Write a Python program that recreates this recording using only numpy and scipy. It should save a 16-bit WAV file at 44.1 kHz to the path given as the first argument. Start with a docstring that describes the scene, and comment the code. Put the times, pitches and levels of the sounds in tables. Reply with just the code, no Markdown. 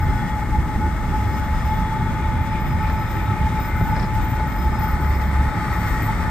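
"""A tug's engines and propeller rumble through broken river ice, heard from a deck nearby.
The exhaust puffs, turbulence flutters a squeal from the drive, clatter rings the machinery casing,
gears whine and turbochargers whistle. The wash churns, fizzes and finally gushes up astern.
Ice rasps, knocks and cracks along the hull. Close by, a loose metal part squeaks and jingles."""
import sys
import numpy as np
from scipy import signal
from scipy.fft import rfft, irfft
from scipy.io import wavfile
from scipy.ndimage import uniform_filter1d

SR = 44100
rng = np.random.default_rng(int(sys.argv[2]) if len(sys.argv) > 2 else 0)


def wrap_up_sound(samples):
    """Save the sound to the file named by the first command line argument, as 16-bit audio."""
    columns = np.atleast_2d(samples).T
    # keep every value between -1 and 1, then stretch to whole-number steps
    tamed = np.clip(columns, -1, 1)
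    steps = np.round(tamed * 32767).astype(np.int16)
    wavfile.write(sys.argv[1], SR, steps)


N = 277830
TIME = np.arange(N) / SR
HZ = np.fft.rfftfreq(N, 1 / SR)

# Working levels. Each row: time in seconds, then machinery, churn and fizz in relative dB.
WORK_LEVELS = [(0, -34.5, -49.5, -55.5), (.75, -35.5, -50, -55.5), (1.5, -33.5, -47.5, -55),
               (2.6, -34.5, -51, -57), (3.85, -33.5, -49, -54.5), (4.45, -34, -50, -55.5),
               (5.5, -32.5, -50.5, -54), (6, -33, -47, -50), (6.3, -30.5, -51, -53)]
# Spectrum of machinery din and ice crunch. Each row: frequency in Hz, relative density in dB.
DIN_SPECTRUM = [(300, -12.5), (460, -2.5), (570, 2.5), (720, 0.5), (950, 3.5), (1100, -1.5), (1400, 0.5),
                (1700, -4), (2200, -5.5), (2450, -11.5), (2750, -28.5), (4000, -17.5)]
# Stereo balance. Each row: frequency in Hz, left minus right in dB.
BALANCE_DB = [(60, 0.6), (400, -0.5), (700, 0.5), (1290, 4), (2380, 3.5), (2650, 4), (3300, -4),
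              (4000, -.7), (6000, -4), (6900, -.7), (8100, 0), (15000, -0.5)]
# Stereo phase. Each row: frequency in Hz, lead of the left channel in radians.
LEAD_RAD = [(500, 0), (900, 0.2), (1300, -0.36), (1750, -0.3), (2300, 1.4), (2650, -0.1), (3200, 2),
            (3700, 0.9), (4100, 0.54), (4750, 1.3), (5400, -5.5), (6100, -3.5), (6500, -3.5), (6900, -7),
            (7500, -4)]


def gain_of(db):
    """Decibels to amplitude."""
    return 10 ** (np.asarray(db) / 20)


def pan(side_db):
    """Stereo gains: left up and right down by side_db."""
    return gain_of([[side_db], [-side_db]])


def unit_rms(x):
    """Scales to rms 1."""
    return x / np.sqrt(np.mean(abs(x) ** 2) + 1e-20)


def steadied(x, window_s):
    """Holds the running rms of the channel mean at 1."""
    power = uniform_filter1d(x.mean(0) ** 2, max(int(window_s * SR), 2))
    return x / np.sqrt(abs(power) + 1e-20)


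def over_hz(rows):
    """Interpolates a table on a log frequency axis."""
    hz, value = np.transpose(rows)
    return np.interp(np.log(HZ + 1), np.log(hz + 1), value)


def colour(rows):
    """Gain per frequency bin, rolled off beyond the table's ends."""
    rolloff = np.minimum(HZ / rows[0][0], 1) ** 2 / np.maximum(HZ / rows[-1][0], 1) ** 4
    return gain_of(over_hz(rows)) * rolloff


def curves(rows):
    """Interpolates each column of a time table per sample."""
    times_s, *columns = np.transpose(rows)
    return [np.interp(TIME, times_s, column) for column in columns]


def swell(centre_s, length_s):
    """Cosine arch from 0 to 1 and back."""
    return np.cos(np.pi * np.clip((TIME - centre_s) / length_s, -.5, .5))


def add(mix, start_s, sound):
    """Mixes a sound in, in place."""
    part = mix[max(round(start_s * SR), 0):][:len(sound)]
    part += sound[:len(part)]


def phase_of(hz):
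    """Running phase of a pitch curve."""
    return 2 * np.pi * np.cumsum(hz) / SR


def drift(rate_hz):
    """Slow random curve of rms 1."""
    return unit_rms(irfft(rfft(rng.standard_normal(N)) / (1 + (HZ / rate_hz) ** 4), N))


def noise(shape, lead_rad=0, grains_per_s=0, share=0, size_db=3.0):
    """Coloured stereo noise; grains carry the given share of its power."""
    # Each row: frequency in Hz, left-right coherence.
    coherence = [(25, 0.96), (70, 0.77), (150, 0.83), (350, 0.98), (750, 0.9), (1100, 0.92), (1400, 0.61),
                 (1900, 0.86), (2350, 0.35), (2700, 0.86), (3700, 0.52), (4400, 0.6), (4950, .2), (5700, 1),
                 (6400, 0.45), (7000, 0.65), (8200, 0.83), (9400, 0.84), (9900, 1), (11000, 1), (12000, .9),
                 (13300, .97), (15200, 1)]
    source = rng.standard_normal((2, N))
    if grains_per_s:
        signs = rng.choice([-1, 1], (2, N))
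        sizes = gain_of(size_db * np.minimum(rng.exponential(1, (2, N)), 3))
        grains = signs * sizes * (rng.random((2, N)) < grains_per_s / SR)
        source = np.sqrt(1 - share) * source + np.sqrt(share) * unit_rms(grains)
    left, independent = rfft(source)
    common = np.clip(over_hz(coherence), 0, .999)
    right = (common * left + np.sqrt(1 - common ** 2) * independent) * np.exp(-1j * lead_rad)
    tilt = gain_of(over_hz(BALANCE_DB) / 2)
    return irfft(np.array([left * tilt, right / tilt]) * shape, N)


def skirt(width_hz):
    """Complex noise of rms 1 that smears a tone over nearby pitches."""
    lowpass = 1 / (1 + (HZ / width_hz) ** 2)
    return unit_rms(noise(lowpass) + 1j * noise(lowpass))


def partial(hz, waver_hz, flutter_hz=8, flutter_db=3.0):
    """Panned tone wavering in pitch and level."""
    tone = np.sin(phase_of(hz + waver_hz * drift(flutter_hz))) * gain_of(flutter_db * drift(flutter_hz))
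    return unit_rms(tone) * pan(np.interp(hz, HZ, over_hz(BALANCE_DB)) / 2)


def tone_swells(rows):
    """Sines that swell briefly and fade."""
    phases = rng.uniform(0, 2 * np.pi, len(rows))
    return sum(gain_of(db) * swell(s, length_s) * np.sin(2 * np.pi * hz * TIME + phase)
               for (s, length_s, hz, db), phase in zip(rows, phases))


def engines(labour_start_s=4.6, labour_end_s=5.58, ramp_s=0.09, labour_db=13.5, build_db_per_s=6):
    """Propeller rumble and puffing exhaust; under load the firing tone builds out of them."""
    # Each row: pitch in Hz, level in dB. The firing tone is first.
    low_tones = [(69.6, -33.5), (105.8, -39), (153.5, -40)]
    # Each row: centre and length in seconds, rumble and roar change in dB.
    heaves = [(.09, 0.17, 5.5, 0.5), (0.237, 0.099, -1, 2), (.55, .2, 5, -2), (.7, 0.083, -2, -2),
              (1.043, 0.52, 3, -1.5), (1.565, 0.13, 1, -1), (1.774, 0.14, -3, 2.5), (1.889, .14, 0, -2),
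              (2.332, 0.11, 5, 2), (2.796, 0.4, 2, 1.5), (3.313, 0.19, -8, 1), (3.424, 0.07, 1, 5.5),
              (3.662, 0.23, 0, -2), (3.83, 0.044, 3, 3.5), (3.94, 0.16, 4, 2), (4.187, 0.15, 6, -1),
              (4.605, 0.14, 5.5, -4), (5.607, 0.21, -5, 3), (5.93, 0.063, 6, 2), (6.249, 0.31, 1, 2.5)]
    # Each row: frequency in Hz, relative density in dB.
    propeller_spectrum = [(15, -10), (25, -21), (33, 4), (45, 3.5), (65, 4.5), (80, -3), (100, -12),
                          (125, -42)]
    exhaust_spectrum = [(60, -44), (85, -3), (105, 0), (140, -4), (200, -6), (240, -10.5), (290, -17),
                        (400, -49)]
    # Two engines fall into step. Each row: centre and length in seconds, pitch in Hz, peak in dB.
    throbs = [(.04, 0.11, 88.4, -17.5), (.872, 0.15, 77, -17), (1.279, 0.17, 99.6, -19.5),
              (1.39, 0.07, 71.1, -22.5), (1.51, 0.095, 76.5, -18), (1.567, 0.079, 38, -19.5),
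              (1.667, 0.1, 70, -18), (1.79, 0.19, 43, -19.5), (2.05, 0.088, 89, -16),
              (2.24, 0.089, 69.7, -15.5), (2.33, 0.079, 61, -17), (2.38, 0.11, 84, -20),
              (2.76, 0.098, 82.2, -19.5), (2.9, 0.1, 84, -19.5), (3.3, 0.24, 100, -19.5),
              (3.431, 0.095, 71.5, -16), (3.744, 0.065, 72.9, -17.5), (3.833, 0.05, 87.5, -19),
              (6.216, 0.14, 75.8, -23)]
    load = np.clip(np.minimum(TIME - labour_start_s, labour_end_s - TIME) / ramp_s, 0, 1)
    firing_db = load * (labour_db - build_db_per_s * (labour_end_s - TIME))
    drone = 0
    for (hz, db), lift_db in zip(low_tones, [firing_db, 0, 0]):
        wander_db = 0.5 * (1 - load) * drift(1.4) + 3.5 * drift(6.2)
        tone = np.sqrt(2) * np.sin(phase_of(hz + 1.14 * drift(3.46)))
        drone += gain_of(db + lift_db + wander_db) * tone
    rumble_db, roar_db = sum(np.outer(dbs, swell(s, length_s)) for s, length_s, *dbs in heaves)
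    rumble = steadied(noise(colour(propeller_spectrum)), 0.2)
    rumble *= gain_of(-26.5 + rumble_db + load + 0.3 * drift(15))  # 1 dB up under load
    roar = steadied(noise(colour(exhaust_spectrum), grains_per_s=250, share=0.24), 0.24)
    roar *= gain_of(-26.5 + roar_db + 1.33 * drift(6.6))  # puffs
    return rumble + roar + drone + tone_swells(throbs)


def drive_squeal(skirt_hz=24, sag_hz=6.0, waver_hz=1.71, purity=0.78):
    """Turbulence shakes a drive tone into a fluttering skirt; it rings purer as it flares."""
    # Each row: time in seconds, pitch in Hz.
    pitch = [(0, 858), (1.2, 860), (1.7, 864), (1.95, 873), (2.7, 869), (3.5, 865), (4.2, 869), (5.1, 865),
             (5.65, 858), (6.3, 871)]
    # Each row: time in seconds, level in dB, flutter in dB against the pure tone.
    levels = [(0, -29.5, 0), (1, -32.5, -1.5), (1.9, -30, -4), (2.6, -31, -0.5), (3.5, -31, -0.5),
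              (4.4, -31, 1.5), (4.9, -31, 0.5), (5.6, -31.5, -0.5), (6.3, -32, 6)]
    # Flares and chokes. Each row: centre and length in seconds, change in dB.
    flares = [(0.406, .07, 5), (0.478, .11, -8.5), (.552, 0.065, 8.5), (0.626, 0.088, -5), (0.792, .05, -8),
              (0.846, .08, 8.5), (0.961, 0.077, -11), (1.105, 0.048, -7), (1.161, 0.088, 8.5),
              (1.33, 0.15, 0.5), (1.614, 0.13, -5), (1.718, 0.091, 7), (1.818, 0.1, 3), (1.94, .1, 3.5),
              (2.134, 0.041, -7), (2.28, 0.065, 2.5), (2.535, 0.055, 5), (2.702, 0.051, -8),
              (2.765, .06, 5), (2.83, 0.062, 4.5), (2.98, 0.27, 2), (3.08, 0.049, -11), (3.337, 0.037, 8),
              (3.454, 0.11, 5.5), (3.515, 0.036, -3), (3.58, 0.071, 7), (3.631, .04, -9),
              (3.725, 0.058, -9.5), (3.859, 0.049, 6.5), (3.93, 0.065, 9.5), (4.17, 0.084, 5),
              (4.296, 0.042, -1), (4.427, 0.046, 8), (4.515, .05, -8), (4.68, .07, 4.5), (4.845, 0.047, 7),
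              (5.292, .05, -8), (5.378, 0.033, 7), (5.619, 0.037, 8.5), (6.052, .05, -8),
              (6.097, 0.052, 12.5), (6.157, 0.054, -10)]
    level_db, flutter_db = curves(levels)
    flare_db = sum(db * swell(s, length_s) for s, length_s, db in flares)
    phase = phase_of(curves(pitch)[0] + waver_hz * drift(7.8))
    shake = skirt(skirt_hz) * np.exp(-1j * phase_of(np.full(N, sag_hz)))
    tone = ((1 + gain_of(flutter_db - purity * flare_db) * shake) * np.exp(1j * phase)).real
    return gain_of(level_db + flare_db) * steadied(tone, 0.062) * pan(1)


def machinery():
    """Dense clatter rings the casing; shafts add wavering tones."""
    # Each row: frequency in Hz, width in Hz, relative level in dB.
    casing_modes = [(1202, 63, 1.5), (1296, 54, 4.5), (1620, 75, -9.5), (1776, 71, -2), (1876, 82, -2),
                    (1970, 11, -9), (2140, 110, -9), (2158, 35, -4.5), (2360, 83, -27), (3420, 100, -21.5)]
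    # Each row: pitch in Hz, level in dB, waver in Hz.
    shaft_tones = [(179.7, -43.5, 1.57), (422, -53.5, 2.04), (1217, -53, 4.1), (1298, -47, 4.03),
                   (1786, -52.5, 4.9), (1813, -55, 5), (1882, -55, 4), (2056, -54.5, 1.9), (2165, -51.5, 4),
                   (2191, -52, 3.6)]
    level_db = curves(WORK_LEVELS)[0]
    lead_rad = over_hz(LEAD_RAD)
    casing_power = sum(gain_of(db) ** 2 / (1 + (1.7 * (HZ - hz) / width_hz) ** 2) ** 2
                       for hz, width_hz, db in casing_modes)
    casing = steadied(noise(np.sqrt(casing_power), lead_rad, grains_per_s=700, share=0.34), 0.28)
    din = steadied(noise(colour(DIN_SPECTRUM), lead_rad, grains_per_s=1100, share=0.37), 0.32)
    tones = sum(gain_of(db) * partial(hz, waver_hz) for hz, db, waver_hz in shaft_tones)
    return gain_of(level_db - 4.5) * casing + gain_of(level_db - 2.5) * din + tones


def gear_whine(base_db=-51.5, fade_db=1.5, fade_hz=5.3):
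    """Gears whine in wavering partials, holding louder for spells."""
    # Each row: pitch in Hz, relative level in dB, waver in Hz.
    partials = [(1474, -15.5, 1.5), (1473, 1.5, 1.54), (1503, -4.5, 1.25), (2080, -4.5, 3.15)]
    # Each row: centre and length in seconds, change in dB.
    spells = [(.12, 0.34, 9), (0.934, 0.38, 2.5), (1.38, .25, 2), (2.303, 0.56, 5.5), (2.85, .25, -1),
              (3.747, .5, 11.5), (4.375, 0.17, 3.5), (5.35, 1.3, 5), (5.85, .2, 7)]
    held_db = sum(db * np.sqrt(abs(swell(s, length_s))) for s, length_s, db in spells)
    level = gain_of(base_db + held_db + fade_db * drift(fade_hz))
    return level * sum(gain_of(db) * partial(hz, waver_hz) for hz, db, waver_hz in partials)


def rotor_whistle(rows, width_hz, waver_hz, purity, flicker_db=2.5):
    """A blade tone and the air noise around it follow the rotor's wavering speed."""
    hz, db = curves(rows)
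    envelope = purity + skirt(width_hz)
    lag_rad = np.interp(np.median(hz), HZ, over_hz(LEAD_RAD)) * np.array([[0], [1]])
    phase = phase_of(hz + waver_hz * drift(8.1)) - lag_rad
    return gain_of(db + flicker_db * drift(14)) * steadied((envelope * np.exp(1j * phase)).real, 0.48)


def turbochargers():
    """Thin rotor whistle plus the breathier whine of the air intakes."""
    # Each row: time in seconds, pitch in Hz, level in dB.
    whistle = [(0, 3345, -58), (.25, 3340, -60), (.5, 3335, -63), (1.15, 3350, -65), (1.3, 3365, -59),
               (1.8, 3390, -57), (2.68, 3400, -59), (2.76, 3400, -72), (3.3, 3215, -69), (4.6, 3210, -61),
               (6.3, 3225, -61)]
    intake = [(0, 3700, -69), (1.2, 3680, -68), (1.8, 3660, -58), (2.8, 3710, -64), (3.1, 3720, -56.5),
              (3.8, 3710, -58), (4.3, 3675, -60.5), (6.3, 3685, -58.5)]
    return (rotor_whistle(whistle, width_hz=56, waver_hz=8.13, purity=0.96)
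            + rotor_whistle(intake, width_hz=81, waver_hz=14, purity=0.25))


def wash(fizz_left_delay_s=0.000143):
    """Slush churns and fizzes along the hull; the propeller wash boils up astern."""
    # Each row: frequency in Hz, relative density in dB.
    churn_spectrum = [(1200, 2.5), (2200, 7.5), (2700, 1.5), (3200, 2), (3700, -1.5), (4000, -9.5),
                      (4700, -5.5), (5100, -2.5), (5700, -5.5), (6500, -2.5), (9000, -48)]
    fizz_spectrum = [(3500, -20), (4600, -3), (5400, -3), (6500, -0.5), (8300, 5), (9200, 4.5),
                     (10200, -5.5), (11200, -6), (12200, 4), (13400, -1.5), (14300, 2), (15500, -15)]
    boil_spectrum = [(900, -12), (1230, 3.5), (1450, -3.5), (1700, -7), (1880, 3), (2150, 0), (2350, -17),
                     (2800, -30), (3800, -32), (4600, -13), (4900, -33), (5500, -16.5), (7000, -48)]
    # Each row: time in seconds, level in dB.
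    boil_levels = [(0, -63), (3.6, -61), (4.6, -51), (4.9, -39), (5.42, -39.5), (5.66, -37), (6, -35.5),
                   (6.3, -40)]
    _, churn_db, fizz_db = curves(WORK_LEVELS)
    lead_rad = over_hz(LEAD_RAD)
    fizz_lead_rad = -2 * np.pi * HZ * fizz_left_delay_s
    lumps_db = 1.37 * drift(14)  # slush tumbles in lumps
    churn = noise(colour(churn_spectrum), lead_rad, grains_per_s=1300, share=0.33, size_db=6.5)
    fizz = noise(colour(fizz_spectrum), fizz_lead_rad, grains_per_s=2000, share=0.2)
    boil = noise(colour(boil_spectrum), lead_rad, grains_per_s=1200, share=0.07)
    return (gain_of(churn_db + 2 + lumps_db) * steadied(churn, 0.15)
            + gain_of(fizz_db + 1.27 + 0.5 * lumps_db) * steadied(fizz, 0.5)
            + gain_of(curves(boil_levels)[0] + lumps_db) * steadied(boil, 0.26))


def ice_grinding(boom_db=-38, swell_db=1.9, swell_hz=4.7, rub_db=1.5):
    """Floes shove the hull, which booms; ice grains rasp unevenly along its plating."""
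    # Each row: frequency in Hz, relative density in dB.
    hull_spectrum = [(190, -14.5), (255, -1), (300, -0.5), (345, -1.5), (410, -7), (470, -19), (650, -32)]
    rasp_spectrum = [(1900, -3.5), (2250, -1.5), (2400, 6), (2550, -7.5), (2750, -12), (3200, -8.5),
                     (3700, -12), (4000, -27)]
    # Each row: time in seconds, level in dB.
    rasp_levels = [(0, -73), (1.5, -57), (1.9, -52), (2.6, -45), (3.2, -46), (3.8, -45.5), (4.4, -50.5),
                   (5, -51), (6.3, -46)]
    boom = noise(colour(hull_spectrum), grains_per_s=250, share=0.35)
    rasp = noise(colour(rasp_spectrum), over_hz(LEAD_RAD), grains_per_s=500, share=0.63)
    return (gain_of(boom_db + swell_db * drift(swell_hz)) * steadied(boom, 0.22)
            + gain_of(curves(rasp_levels)[0] + rub_db * drift(14)) * steadied(rasp, 0.72))


def metal_squeak(floor_db=-70.5, width_hz=32, purity=0.6, flutter_db=4.0, lead_rad=-0.98):
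    """The loose part chafes and sings a thin, rough cluster of notes."""
    # Each row: centre and length in seconds, relative peak in dB.
    squeaks = [(.15, 0.37, -69), (1.35, .5, -67), (1.68, .26, -63), (2.65, .5, -64), (3.05, .55, -62),
               (3.63, .1, -60), (3.93, .23, -60), (4.62, 0.31, -59), (4.84, 0.24, -56.5), (5.17, .3, -64.5)]
    # Each row: pitch in Hz, relative level in dB.
    notes = [(5170, 1.5), (5160, -6), (5085, -4)]
    level = gain_of(floor_db) + sum(gain_of(db) * swell(s, length_s) for s, length_s, db in squeaks)
    cluster = 0
    for hz, db in notes:
        phase = 2 * np.pi * hz * TIME - lead_rad * np.array([[0], [1]])
        chafe = (unit_rms(purity + skirt(width_hz)) * np.exp(1j * phase)).real
        cluster += gain_of(db + flutter_db * drift(22)) * steadied(chafe, 0.15) / np.sqrt(2)
    return level * cluster * pan(-1.5)


def metal_jingle(gap_s=0.045, bounce_s=0.016, bounce_db=-4, uneven_db=3, detune_hz=14):
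    """The loose part knocks in bouts; each knock and its two bounces ring a close pair of modes."""
    # Each row: frequency in Hz, relative level in dB, t60 in seconds.
    modes = [(13800, 1.5, 0.14), (13958, 0, .13)]
    # Each row: start and length in seconds, relative level in dB.
    bouts = [(.004, .06, -46.5), (.15, .02, -53), (.28, .2, -58), (1.15, .1, -53), (1.274, .19, -46),
             (1.65, .11, -45), (2.412, .05, -47), (2.6, .11, -46), (2.825, .42, -46), (3.3, .27, -57),
             (3.597, .06, -40), (3.763, .13, -43), (4.144, .18, -42.5), (4.471, .17, -43),
             (4.79, .13, -37.5), (5.007, .32, -42.5), (5.73, .22, -44), (6.02, .04, -34.5)]
    out, t = np.zeros(N), np.arange(SR // 4) / SR
    contact = np.sin(np.pi / 2 * np.minimum(t / .002, 1)) ** 2
    for (start_s, length_s, bout_db), knocks in zip(bouts, rng.uniform(-1, 1, (len(bouts), 16, 3, 3))):
        s = start_s
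        for knock in knocks:
            if s > start_s + length_s:
                break
            spacing, _, seating = knock[0]
            shift_hz = detune_hz * seating  # it never seats the same way twice
            rings = [contact * gain_of(db - 60 * t / t60_s) * np.sin(2 * np.pi * (hz + shift_hz) * t)
                     for hz, db, t60_s in modes]
            for bounce, (jitter, lean, _) in enumerate(knock):
                hit_db = bout_db - 3.5 + bounce_db * (bounce > 0)
                mode_gains = gain_of(hit_db + uneven_db * lean * np.array([1, -1]))
                add(out, s + bounce * bounce_s * (1 + .3 * jitter), mode_gains @ rings)
            s += gap_s * (1 + .6 * spacing)
    return out


def machinery_rings():
    """Single machinery tones ring briefly out of the din."""
    # Each row: centre and length in seconds, pitch in Hz, peak in dB before panning.
    rings = [(.27, .14, 1890, -41.5), (1.71, .12, 2155, -38), (2.84, 0.091, 1292, -37),
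             (2.99, 0.19, 1304, -36.5), (3.31, 0.089, 1298, -31), (3.8, 0.13, 2065, -36.5),
             (4.91, 0.088, 1280, -32.5), (5.64, 0.082, 1230, -32), (5.73, 0.15, 1302, -33),
             (5.88, 0.11, 1875, -36), (6.01, 0.12, 1880, -33.5)]
    return tone_swells(rings) * pan(2)


def floe_knocks(thump_t60_s=0.036, cushion_s=0.0019):
    """Floes thump the hull and ring its plating; slush cushions the ring's onset."""
    # Each row: start in seconds, peak in dB, pitch in Hz, plating gain in dB.
    knocks = [(0.586, -5, 85, -46), (.761, -4, 90, -48), (1.664, -18, 160, -28), (3.812, -7.5, 130, -22),
              (3.965, -13, 175, -36), (3.976, -27, 250, -23), (4.036, -13.5, 210, -40),
              (4.81, -13, 165, -35)]
    # Each row: frequency in Hz, relative level in dB, t60 in seconds.
    plating_modes = [(268, 2, 0.029), (334, -7.5, 0.043), (426, -5.5, 0.032), (537, -2.5, 0.032),
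                     (675, -1, 0.034)]
    out, t = np.zeros(N), np.arange(SR // 4) / SR
    plating = sum(gain_of(db - 60 * t / t60_s) * np.sin(2 * np.pi * hz * t)
                  for hz, db, t60_s in plating_modes)
    plating *= np.minimum(t / cushion_s, 1)
    for s, db, hz, plating_db in knocks:
        thump = gain_of(db - 60 * t / thump_t60_s) * np.sin(2 * np.pi * hz * t)
        add(out, s, thump + gain_of(plating_db) * plating)
    return out


def ice_cracks(snap_t60_s=0.039, crumble_t60_s=0.17, attack_s=0.00088):
    """Ice snaps, then crumbles: bright splinters over the floe's duller crunch."""
    # Each row: start in seconds, then splinters and crunch in relative dB.
    cracks = [(1.848, -52, -43), (2.838, -62, -25), (2.87, -47, -23), (2.897, -49, -21), (3.963, -39, -20),
              (3.994, -33, -28), (4.026, -37.5, -28), (4.042, -43, -34), (4.396, -48, -21),
              (4.81, -48, -36)]
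    # Each row: frequency in Hz, relative density in dB.
    splinter_spectrum = [(2800, -22), (3700, -22), (4200, 2), (4700, -3), (5150, 5), (5650, -3),
                         (6100, -22), (7000, -32)]
    t = np.arange(SR // 4) / SR
    fracture = gain_of(-6 - 60 * t / snap_t60_s) + gain_of(-15 - 60 * t / crumble_t60_s)
    fracture *= 1 - np.exp(-t / attack_s)
    splinter_level, crunch_level = np.zeros((2, N))
    for s, splinter_db, crunch_db in cracks:
        add(splinter_level, s, gain_of(splinter_db) * fracture)
        add(crunch_level, s, gain_of(crunch_db) * fracture)
    return (splinter_level * unit_rms(noise(colour(splinter_spectrum)))
            + crunch_level * unit_rms(noise(colour(DIN_SPECTRUM))))


def slush_gushes():
    """The propeller throws up slush, which falls back as gritty spatter."""
    # Each row: centre and length in seconds, peak in dB.
    gushes = [(5.4, .07, -45), (5.644, 0.059, -36), (5.733, 0.083, -38), (5.88, .06, -33.5),
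              (6.01, .12, -41), (6.23, 0.08, -37)]
    # Each row: frequency in Hz, relative density in dB.
    spatter_spectrum = [(1100, -2.5), (1300, -2), (1600, -2), (1900, 5), (2250, -3.5), (2700, -18),
                        (3600, -16), (4700, -19), (6000, -28)]
    level = sum(gain_of(db) * swell(s, length_s) for s, length_s, db in gushes)
    spatter = noise(colour(spatter_spectrum), over_hz(LEAD_RAD), grains_per_s=420, share=0.6)
    return level * steadied(spatter, 0.14)


def scene():
    """Tug, water, ice and loose metal in stereo."""
    tug = turbochargers() + engines() + drive_squeal() + machinery() + gear_whine() + machinery_rings()
    river = wash() + slush_gushes() + ice_grinding()
    return tug + river + metal_jingle() + metal_squeak() + floe_knocks() + ice_cracks()


def record(dry):
    """Low-pass at 15650 Hz."""
    lowpass = signal.firwin(511, 15650, window=("kaiser", 9), fs=SR)
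    return signal.oaconvolve(dry, lowpass[None], "same")


dry = scene()
out = record(dry)
wrap_up_sound(out)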